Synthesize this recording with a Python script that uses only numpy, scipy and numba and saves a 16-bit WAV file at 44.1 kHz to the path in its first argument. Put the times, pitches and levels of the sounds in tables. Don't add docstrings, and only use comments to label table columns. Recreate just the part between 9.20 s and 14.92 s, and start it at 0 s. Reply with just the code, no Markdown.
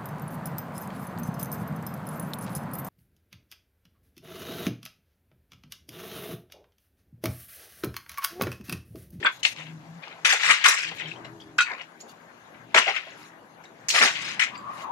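import sys
import numpy as np
from scipy import signal
from scipy.fft import rfft, irfft, next_fast_len
from scipy.io import wavfile
from scipy.ndimage import uniform_filter1d, map_coordinates
from numba import njit

SR = 44100
rng = np.random.default_rng(int(sys.argv[2]) if len(sys.argv) > 2 else 0)


def log_audio(samples):
    frames = np.atleast_2d(samples).T
    limited = np.clip(frames, -1, 1)
    pcm = np.round(limited * 32767).astype(np.int16)
    wavfile.write(sys.argv[1], SR, pcm)


N = 252187

# start in seconds, middle pieces in dB, big pieces and splinters
# in dB relative to those, middle pitch in Hz.
IMPACTS = [(0.0275, -22, -13, -36, 2110), (0.0478, -12, -18.5, -44, 1540), (.058, -7.5, -44, -39, 1510),
           (0.2305, -19.5, -38, -7, 2940), (0.2473, -16.5, -19.5, -13.5, 2990),
           (0.3186, -46, -15, -6.5, 1760), (0.361, -31.5, -37, -39, 3270), (.822, -37, -11, -38, 2570),
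           (1.0472, -5.5, -33, -14, 2020), (1.1274, -16.5, -8, -10, 1510),
           (1.2303, -12.5, -22, -15.5, 2530), (1.4396, -5, -32, -12.5, 1830), (1.4844, -10, -33, -32, 1600),
           (1.7115, -27, -8, -31, 2500), (1.7624, -36.5, -8, -13.5, 2860), (2.0463, -36.5, -2, -14, 2250),
           (2.2008, -49, -6, -4, 2900), (2.3815, -14, -42, -10, 1555), (2.4051, -26, -49.5, 2, 1435),
           (2.8024, -49, -10, 5.5, 2300), (3.3388, -38.5, -19, -40, 1550), (3.5427, -3.5, -12, -19, 1560),
           (3.5778, -11, -11, -26, 1810), (3.6755, -12, -8.5, -29, 2040), (3.7631, -18.5, -24, -36, 2040),
           (3.8694, -45, 0, -39, 1500), (4.4367, -42, -1, -9, 1840), (4.6837, -20, -33, 4.5, 2430),
           (4.7005, -13.5, -33, -6.5, 2970), (4.7455, -13, -16, -21.5, 2117),
           (4.9821, -54.5, -25, -27, 2540), (5.1937, -11.5, -32, -13, 1920), (5.2154, -19, -41, -27, 2610)]
# nominal pitch in Hz, spread in octaves, nominal cycles to -40 dB,
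# shower gain in dB, factor on shower t60.
SHARD_SIZES = [(599, 0.4, 7, 10, 1.05), (2216, 0.466, 10.5, -5, .95), (6630, 0.54, 63, 1, .8)]
# time in seconds, middle pieces, big pieces and
# splinters in dB, middle pitch in Hz.
HEAPS = [
    [(0.06, -70, -40, -43, 1500), (0.07, -26.5, -43, -56, 1510), (0.098, -53, -49, -83, 1530),
     (0.138, -64, -72, -78, 1760), (0.16, -44, -64, -55, 1880)],
    [(0.25, -3, -50, -35, 2410), (0.26, -27, -49, -27.5, 2540), (0.272, -28, -58, -29, 2420),
     (0.3, -49, -57, -54, 2460), (0.312, -45, -73, -56, 2380), (0.326, -44, -56, -41, 2230),
     (0.34, -47, -72, -57, 2170)],
    [(0.37, -42, -44, -45, 2240), (0.382, -36.5, -36, -48, 2220), (0.414, -39.5, -39, -53, 2230),
     (0.448, -51, -63, -59, 2420), (0.456, -46, -59, -65, 2480), (0.52, -56, -69, -64, 2060)],
    [(0.83, -73, -47, -72, 2500), (0.834, -39, -44, -123, 2400), (0.876, -49, -40, -79, 2340),
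     (0.896, -47.5, -46, -76, 2230), (0.934, -46.5, -39, -96, 2000), (0.97, -59.5, -45, -78.5, 1900),
     (1.0, -65, -40, -73, 2050)],
    [(1.055, -16.5, -29, -28.5, 2020), (1.079, -20.5, -27, -22, 1950), (1.101, -16.5, -35, -23, 1910),
     (1.129, -18.5, -46, -22, 1870), (1.139, -23.5, -36, -31, 1800), (1.207, -29, -36, -37.5, 2200),
     (1.225, -38.5, -43, -40.5, 2220)],
    [(1.24, -19.5, -45, -28.5, 2010), (1.272, -23.5, -35, -25.5, 1930), (1.304, -9.5, -23, -22.5, 1823),
     (1.32, -16, -26, -21.5, 1920), (1.392, -40, -51, -47, 2300), (1.412, -39.5, -73, -57, 2240),
     (1.43, -31, -59, -52, 2180)],
    [(1.455, -11, -33, -20.5, 1746), (1.467, -11.5, -27, -18, 1704), (1.495, -25.5, -27.5, -21.5, 1830),
     (1.525, -16, -44, -27, 1870), (1.543, -27, -33, -28, 1780), (1.567, -30.5, -44, -35.5, 2160),
     (1.7, -33.5, -52, -46, 2800)],
    [(1.77, -43, -53, -61, 2760), (1.798, -37, -57, -45, 2420), (1.816, -32, -64, -50, 2270),
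     (1.85, -38.5, -35.5, -72, 2600), (1.878, -42.5, -54, -51, 2700), (1.916, -39.5, -46, -54, 2610),
     (1.97, -65, -56, -71, 2700)],
    [(2.42, -53, -49, -24, 1450), (2.43, -50, -73, -47, 1520), (2.472, -32, -44, -63, 1720),
     (2.508, -28.5, -27, -55, 1555), (2.574, -46.5, -42.5, -66, 1820), (2.608, -38, -41, -68, 2280),
     (2.65, -60, -59, -62, 2470)],
    [(3.555, -23, -16, -30, 1920), (3.579, -12, -21, -24.5, 1894), (3.597, -24, -29, -31, 1870),
     (3.623, -20.5, -24, -35, 2030), (3.657, -33.5, -57, -45, 1840), (3.66, -26, -43, -45, 1840)],
    [(3.66, -35, -27, -43, 2320), (3.666, -25, -25, -42, 2360), (3.686, -25, -24.5, -43, 2350),
     (3.732, -36.5, -39, -48, 2000), (3.77, -26, -41, -46, 2270), (3.818, -54, -72, -68, 2010),
     (3.84, -41, -72, -63, 2030)],
    [(3.85, -60, -71, -65, 1570), (3.886, -47, -76.5, -62, 2500), (3.948, -51, -69, -62, 1860),
     (4.046, -53.5, -62, -62, 1480), (4.092, -55, -76, -64, 1550), (4.118, -54, -53, -70, 1610),
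     (4.14, -59, -61, -83, 1540)],
    [(4.72, -45, -36, -26, 2400), (4.75, -21, -20.5, -26, 2200), (4.782, -16, -27.5, -24, 1890),
     (4.798, -25, -23, -22, 2100), (4.81, -12.5, -14.5, -25.5, 1950), (4.846, -16.5, -17, -21.5, 1900),
     (4.94, -35.5, -40, -49, 1930)],
    [(4.94, -43, -50, -56, 2360), (4.96, -30, -52, -56.5, 2600), (5.014, -44, -58, -40, 2560),
     (5.078, -33, -35, -38, 2460), (5.144, -48.5, -52, -45, 2360), (5.18, -75, -28, -75, 1840)],
    [(5.21, -21, -51, -35, 2220), (5.218, -22, -41, -33.5, 2200), (5.252, -31.5, -50, -36, 2080),
     (5.266, -34, -39, -57, 2090), (5.31, -43.5, -41, -71, 2270), (5.338, -52, -55, -70, 2470),
     (5.36, -41, -56, -63, 2410)],
    [(5.48, -62, -39, -73, 1380), (5.51, -50, -40, -63, 1380), (5.528, -51, -52, -63, 1390),
     (5.62, -43, -46, -51, 1740), (5.654, -48, -41, -72, 1540), (5.664, -58, -49, -74, 1490),
     (5.68, -57, -35, -81, 1470)],
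]
# time in seconds, middle pieces in dB, splinters in dB.
CRUMB_LEVELS = [(0.0, -47, -55), (0.19, -57, -64), (0.76, -63.5, -65.5), (1.1, -58, -60),
                (1.23, -25.5, -34), (1.43, -31, -45), (1.74, -43.5, -59), (2.05, -67, -66),
                (3.44, -61.5, -72.5), (3.74, -36.5, -60), (4.17, -74, -78), (4.73, -59, -67),
                (4.86, -38.5, -33), (5.06, -32, -52), (5.32, -52, -64), (5.72, -59, -75)]
# frequency in Hz, level in dB, t60 in seconds.
SHINGLE_MODES = [(1449, 5.5, 0.091), (2000, -7.5, 0.061), (2167, -17, 0.059), (2576, -6, 0.15),
                 (3190, -6.5, 0.061), (3820, -11.5, 0.14), (4610, -20, 0.19), (6600, -45, 0.095),
                 (7450, -24.5, 0.085)]
# start in seconds, level in dB.
SHINGLE_HITS = [(2.3863, -14), (2.4041, -14)]
# start in seconds, level in dB, pitch in Hz.
CHIP_NOTES = [(.014, -30, 365), (.0278, -25, 1845), (.0423, -31.5, 7670), (.0478, -12, 1500),
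              (.0583, -16.5, 3440), (.0595, -28, 4480), (.0672, -20.5, 3320), (.0682, -9.5, 1524),
              (.2299, -21, 3010), (.2473, -31, 2200), (.834, -38.5, 2420), (1.1268, -17.5, 7130),
              (1.7983, -30.5, 2500), (1.7998, -29.5, 1890), (1.8577, -29.5, 3110), (1.9144, -29, 2516),
              (1.9599, -40, 3230), (2.0457, -40.5, 2100), (2.0457, -40.5, 3940), (2.0497, -39.5, 2845),
              (2.2009, -40.5, 3300), (2.2129, -45, 4800), (2.2194, -41.5, 3290), (2.8095, -34, 6950),
              (2.8928, -46, 4660), (2.8933, -47, 6860), (3.669, -20, 700), (3.869, -36, 660),
              (3.8816, -41, 2570), (3.907, -49, 6700), (4.0287, -49, 4840), (4.0482, -50, 4050),
              (4.4533, -43.5, 3730), (5.0449, -30, 5100), (5.0894, -31, 5210), (5.1934, -16, 1978),
              (5.3527, -38, 4680), (5.3762, -41, 4660), (5.3762, -43, 7400)]
# start in seconds, hold in seconds, level in dB.
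SOIL_THUDS = [(0.024, 0.035, -48.5), (1.3, .03, -52), (3.558, .04, -46), (4.81, 0.048, -40)]
HISS_RUSTLES = [(0.124, 0.053, -59), (0.197, 0.01, -55), (.28, .05, -50), (1.752, 0.023, -57),
                (2.8, 0.024, -61), (2.885, 0.035, -60), (3.977, 0.11, -62), (5.534, .11, -60)]
# frequency in Hz, t60 in seconds.
YARD_DECAY = [(300, 0.057), (2000, 0.17), (8000, 0.19), (15000, 0.027)]
# time in seconds, rumble in dB, tyres in dB.
TRAFFIC_LEVELS = [(0.0, -69, -68), (0.29, -55, -53), (0.59, -50, -59), (0.81, -66, -52), (1.05, -67, -53.5),
                  (1.31, -81, -48), (1.64, -53.5, -52.5), (1.88, -51, -48), (2.34, -52, -56),
                  (2.79, -70.5, -54.5), (3.41, -59, -51), (3.71, -66, -53.5), (4.14, -67, -52),
                  (4.47, -63, -54.5), (4.94, -48.5, -45.5), (5.72, -63, -48)]
# start in seconds, hold in seconds, note in dB, overtones in dB.
ENGINE_SWELLS = [(0, 0.093, -68, -51), (0.383, .4, -45.5, -73), (1.007, .05, -62, -77),
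                 (1.245, 0.082, -48.5, -58), (1.657, 0.061, -45.5, -55.5), (1.842, 0.057, -46.5, -55),
                 (1.937, 0.425, -63, -50.5), (3.41, 0.084, -68, -67), (3.993, 0.16, -72, -63),
                 (4.955, .3, -56, -66)]
# time in seconds, level in dB, centre in Hz.
WHOOSH_PATH = [(5.3, -42, 1070), (5.36, -43, 1100), (5.42, -44, 1125), (5.5, -35.5, 1111),
               (5.62, -47, 1089), (5.64, -35, 1096), (5.68, -34.5, 976), (5.72, -33, 947)]
# frequency in Hz, relative gain in dB.
SHARD_EQ = [(200, -18), (500, -10), (1000, -0.14), (2000, 3.5), (4000, 3.5), (7000, 1.5), (10000, -8.5),
            (15500, 0)]
DUST_EQ = [(7000, -41.5), (8500, 3.5), (10000, 1.5), (12500, -8), (15800, -15)]
SOIL_EQ = [(80, -42.5), (150, -7), (250, 3.5), (400, -5.5), (700, -43)]
RUMBLE_EQ = [(15, -64.5), (25, -40), (59, -3), (92, -11.5), (119, 0.5), (190, -8), (300, -3.5),
             (390, -21.5), (660, -120)]
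TYRE_EQ = [(120, -17.5), (200, -3), (315, -4), (450, -6.5), (633, -5), (1350, -10), (1600, -5.5),
           (2520, -19.5), (6000, -59), (7800, -60.5), (13200, -120)]
HISS_EQ = [(1470, -35), (2500, -12.5), (2830, 5.5), (3060, -5), (3330, 1), (4930, -5), (5450, -9),
           (6610, 0.5), (8020, -14), (11300, -5.5), (14400, -18.5), (15800, -23.5)]
MIC_EQ = [(20, -19.5), (60, -10.5), (100, -0.5), (150, -0.5), (16000, -1)]
# frequency in Hz, left minus right in dB.
SHARD_PAN = [(60, 3.0), (95, 3.0), (150, 3.0), (240, -7.5), (380, 5.5), (600, -1.5), (950, 3), (1500, -1),
             (2380, 15), (3770, 5), (5980, -7), (9470, 8), (15000, 0)]
FAR_PAN = [(60, -4), (150, 4.5), (380, 2), (950, 11), (2380, 9), (5980, 4), (15000, 1)]
# frequency in Hz, left-right correlation.
FAR_CORRELATION = [(60, 0.69), (180, 1), (550, 0.3), (1650, -0.37), (4970, 0.059), (15000, 0.12)]

SHOWER_RISE_S, SHOWER_T60_S, CHIP_T60_S = .0013, .12, .052
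BIG_CRUMBS_DB, HISS_DB = -45, -68.5
DUST_GAIN_DB, DUST_DB_PER_DB = 0.5, 1.638
ENGINE_HZ, IDLE_NOTE_DB, IDLE_OVERTONES_DB = 162.5, -64, -68
DUCK_FROM_DB, DUCK_DB_PER_DB, DUCK_TAU_S = -34, 0.53, 0.057
TOP_HZ = 15850


def shatter(strikes=170, pieces=40):
    start_s, db, big_db, splinter_db, middle_hz = np.transpose(IMPACTS)[:, :, None]
    out = 0
    shifts = (1, middle_hz / SHARD_SIZES[1][0], 1)
    for size, relative_db, shift in zip(SHARD_SIZES, (big_db, 0, splinter_db), shifts):
        hz, octaves, cycles, size_db, t60_factor = size
        which, when = rng.random((len(IMPACTS), strikes, 2)).transpose(2, 0, 1)
        scatter = np.maximum(rng.standard_normal((len(IMPACTS), pieces)), -1.2)
        piece_hz = hz * shift * 2 ** (octaves * scatter)
        strike_hz = np.take_along_axis(piece_hz, (which * pieces).astype(int), axis=1)
        t60_s = t60_factor * SHOWER_T60_S
        span_s = t60_s / 2 + SHOWER_RISE_S
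        t = span_s * when ** 1.5
        rise_db = 20 * np.log10(1.02 - np.exp(-t / SHOWER_RISE_S))
        spacing_db = 10 * np.log10(span_s * SR / strikes * 1.5 * np.sqrt(when + .02))
        decay_db = 60 * t / t60_s * (strike_hz / (hz * shift)) ** 0.15
        level_db = db + relative_db + size_db + rise_db + spacing_db - decay_db
        out += shards(start_s + t, strike_hz, level_db, cycles, uneven_db=2)
    return out


def rubble(strikes=450, pieces=60):
    out, clumps = 0, wobble(70)
    for column, (hz, octaves, cycles, *_) in zip((2, 1, 3), SHARD_SIZES):
        which, when = rng.random((2, len(HEAPS), strikes))
        spread = 2 ** (octaves * np.maximum(rng.standard_normal((len(HEAPS), pieces)), -1.5))
        start_s, strike_hz, level_db = np.zeros((3, len(HEAPS), strikes))
        for k, heap in enumerate(map(np.transpose, HEAPS)):
            knots_s = heap[0]
            span_s = knots_s[-1] - knots_s[0]
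            start_s[k] = knots_s[0] + span_s * when[k]
            centre_hz = np.interp(start_s[k], knots_s, heap[4]) if column == 1 else hz
            strike_hz[k] = centre_hz * spread[k, (which[k] * pieces).astype(int)]
            spacing_db = 10 * np.log10(span_s * SR / strikes)
            level_db[k] = np.interp(start_s[k], knots_s, heap[column]) + spacing_db
        level_db += 2.2 * clumps[(start_s * SR).astype(int)]
        out += shards(start_s, strike_hz, level_db, 1.5 * cycles, uneven_db=2)
    return out


def crumbs(strikes=20000):
    out = 0
    for (hz, octaves, cycles, *_), db in zip(SHARD_SIZES, (BIG_CRUMBS_DB, *curves(CRUMB_LEVELS))):
        start_s = rng.random(strikes) * (N - 1) / SR
        strike_hz = hz * 2 ** (1.2 * octaves * rng.standard_normal(strikes))
        wash_db = db + 1.7 * wobble(25)
        level_db = wash_db[(start_s * SR).astype(int)] + 10 * np.log10(N / strikes)
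        out += shards(start_s, strike_hz, level_db, 0.51 * cycles, uneven_db=1)
    return out


def shards(start_s, hz, db, cycles, uneven_db):
    strength = rng.exponential(size=start_s.shape)
    lean, lag, life = rng.standard_normal((3,) + start_s.shape)
    step_rad = 2 * np.pi * np.clip(hz, 200, 15500) / SR
    decay = step_rad / (2 * np.pi) * np.log(100) / (cycles * np.exp(.3 * life))
    pan_db = (along(SHARD_PAN, hz) + 2 * lean) / 2
    db = db - 20 * np.clip(np.log2(hz / 8000), 0, 2)
    db = db + uneven_db * (np.minimum(strength, 4) - 2.5)
    gain = amp(db + np.array([pan_db, -pan_db])) * np.sqrt(4 * decay)
    lag_samples = np.clip(7 + 3 * lag, -40, 40).ravel()
    start_samples = np.clip(start_s * SR, 40, N).ravel()
    out = np.zeros((2, N))
    add_rings(out, start_samples, step_rad.ravel(), gain.reshape(2, -1), decay.ravel(), lag_samples)
    return out


@njit
def add_rings(out, start_samples, step_rad, gain, decay, lag_samples):
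    for i in range(len(start_samples)):
        pole, onset_pole = np.exp(-decay[i] + 1j * step_rad[i]), np.exp(-step_rad[i] / 4)
        phasor, onset = 1 + 0j, 1.0
        left, right = int(start_samples[i]), int(start_samples[i] + lag_samples[i])
        for k in range(min(int(4 / decay[i]), out.shape[1] - max(left, right))):
            ring = phasor.imag * (1 - onset)
            out[0, left + k] += gain[0, i] * ring
            out[1, right + k] += gain[1, i] * ring
            phasor *= pole
            onset *= onset_pole


def ringing_pieces():
    out, t = np.zeros((2, N + SR)), np.arange(SR // 4) / SR
    modes = [(start_s, hit_db + mode_db, hz, t60_s)
             for start_s, hit_db in SHINGLE_HITS for hz, mode_db, t60_s in SHINGLE_MODES]
    chips = [(*row, CHIP_T60_S) for row in CHIP_NOTES]
    for start_s, db, hz, t60_s in modes + chips:
        pan_db = along(SHARD_PAN, hz) * np.array([[.5], [-.5]])
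        drift = uniform_filter1d(np.cumsum(rng.standard_normal(len(t))), size=60)
        rattle_rad = drift * .0022 * np.sqrt(hz)
        phase_rad = rng.normal(0, 0.66, (2, 1)) + rattle_rad
        envelope = amp(db + pan_db - 60 * t / t60_s) * (1 - np.exp(-t / 0.0007))
        out[:, round(start_s * SR):][:, :len(t)] += envelope * np.sin(2 * np.pi * hz * t + phase_rad)
    return out[:, :N]


def dust(debris):
    splinters = filtered(debris, lambda hz: (hz > 5000) & (hz < 9000))
    envelope = running_rms(splinters, tau_s=.006) ** DUST_DB_PER_DB
    return amp(DUST_GAIN_DB) * envelope * far_noise(DUST_EQ, patchy_db=5)


def thuds():
    start_s, hold_s, db = np.transpose(SOIL_THUDS)[:, :, None]
    soil = unit_rms(equalised(rng.standard_normal(N), SOIL_EQ))
    return swells(start_s, hold_s, db, edge_s=0.02) * soil


def yard_walls(x, delay_samples=300):
    hz, t, spectrum = signal.stft(rng.standard_normal((2, SR // 2)), SR, nperseg=256)
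    tail = signal.istft(spectrum * amp(-60 * t / along(YARD_DECAY, hz)[:, None]), SR, nperseg=256)[1]
    delayed = np.pad(x, ((0, 0), (delay_samples, 0)))
    return signal.fftconvolve(delayed, tail / np.linalg.norm(tail[0]), axes=1)[:, :N]


def traffic():
    rumble_db, tyres_db = curves(TRAFFIC_LEVELS)
    rumble = amp(rumble_db + 2.5 * wobble(12)) * far_noise(RUMBLE_EQ, patchy_db=2)
    tyres = amp(tyres_db + 1.5 * wobble(10)) * far_noise(TYRE_EQ, patchy_db=3)
    return rumble + tyres


def engine(edge_s=0.039):
    start_s, hold_s, note_db, overtones_db = np.transpose(ENGINE_SWELLS)[:, :, None]
    note_gain = amp(IDLE_NOTE_DB) + swells(start_s, hold_s, note_db, edge_s)
    overtone_gain = amp(IDLE_OVERTONES_DB) + swells(start_s, hold_s, overtones_db, edge_s)
    hz = ENGINE_HZ * (1 + 0.012 * wobble(5.3) + 0.03 * wobble(30))
    phase_rad = 2 * np.pi * np.cumsum(hz) / SR
    note = note_gain * amp(4.5 * wobble(20)) * np.sin(phase_rad)
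    partials = np.sin(2 * phase_rad) + amp(-5) * np.sin(2.5 * phase_rad)
    overtones = overtone_gain * amp(3 * wobble(22)) * partials
    return (note + overtones) * amp([[1.6], [-1.6]])


def whoosh(half_width_hz=110, rise_s=0.029):
    db, centre_hz = curves(WHOOSH_PATH)
    slow = filtered(rng.standard_normal((2, 2, N)), lambda hz: 1 / (1 + (hz / half_width_hz) ** 2))
    phase_rad = 2 * np.pi * np.cumsum(centre_hz) / SR
    band = unit_rms(slow[0] * np.cos(phase_rad) + slow[1] * np.sin(phase_rad))
    fade_in = np.clip((np.arange(N) / SR - WHOOSH_PATH[0][0]) / rise_s, 0, 1)
    return fade_in * amp(db + np.array([[3], [-1]])) * band


def hiss():
    start_s, hold_s, db = np.transpose(HISS_RUSTLES)[:, :, None]
    envelope = amp(HISS_DB) + swells(start_s, hold_s, db, edge_s=.012)
    return envelope * far_noise(HISS_EQ, patchy_db=3.5)


def far_noise(eq, patchy_db):
    spectrum = signal.stft(rng.standard_normal((2, N)), nperseg=512)[2]
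    patches = uniform_filter1d(uniform_filter1d(rng.standard_normal(spectrum.shape[1:]), 6, 0), 10, 1)
    pair = signal.istft(spectrum * amp(patchy_db * unit_rms(patches)), nperseg=512)[1][:, :N]
    wide = far_stereo(equalised(pair, eq))
    return wide / np.std(wide.mean(0))


def far_stereo(pair):
    def mid_side_gains(hz):
        angle_rad = np.arccos(along(FAR_CORRELATION, hz)) / 2
        return np.array([np.cos(angle_rad), np.sin(angle_rad)])
    mid, side = filtered(pair, mid_side_gains)
    return filtered(np.array([mid + side, mid - side]), lambda hz: amp(along(FAR_PAN, hz) * [[.5], [-.5]]))


def swells(start_s, hold_s, db, edge_s):
    t = np.arange(N) / SR
    ramps = np.clip(np.minimum(t - start_s, start_s + hold_s - t) / edge_s + 1, 0, 1)
    return np.sum(amp(db) * ramps ** 2, axis=0)


def running_rms(x, tau_s):
    pole = np.exp(-1 / (tau_s * SR))
    return np.sqrt(signal.lfilter([1 - pole], [1, -pole], np.mean(x ** 2, axis=0)) + 1e-12)


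def wobble(rate_hz):
    return map_coordinates(rng.standard_normal(int(N * rate_hz / SR) + 4), [np.arange(N) * rate_hz / SR])


def curves(rows):
    knots_s, *columns = np.transpose(rows)
    return [np.interp(np.arange(N) / SR, knots_s, column) for column in columns]


def along(points, hz):
    knots_hz, values = np.transpose(points)
    return np.interp(np.log(hz + 1), np.log(knots_hz + 1), values)


def filtered(x, response):
    size = next_fast_len(N + SR // 2)
    return irfft(rfft(x, size) * response(np.fft.rfftfreq(size, 1 / SR)), size)[..., :N]


def equalised(x, eq):
    return filtered(x, lambda hz: amp(along(eq, hz)))


def amp(db):
    return 10 ** (np.asarray(db) / 20)


def unit_rms(x):
    return x / np.sqrt(np.mean(x ** 2) + 1e-20)


def scene():
    debris = equalised(shatter() + rubble() + crumbs(), SHARD_EQ) + ringing_pieces()
    over_db = np.maximum(20 * np.log10(running_rms(debris, DUCK_TAU_S)) - DUCK_FROM_DB, 0)
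    far = amp(-DUCK_DB_PER_DB * over_db) * (traffic() + engine())
    return debris + amp(-12) * yard_walls(debris) + dust(debris) + hiss() + far + whoosh() + thuds()


def record(dry):
    rounded = dry / (1 + np.abs(dry / .9) ** 4) ** .25
    return filtered(rounded, lambda hz: amp(along(MIC_EQ, hz)) * (hz < TOP_HZ))


dry = scene()
out = record(dry)
log_audio(out)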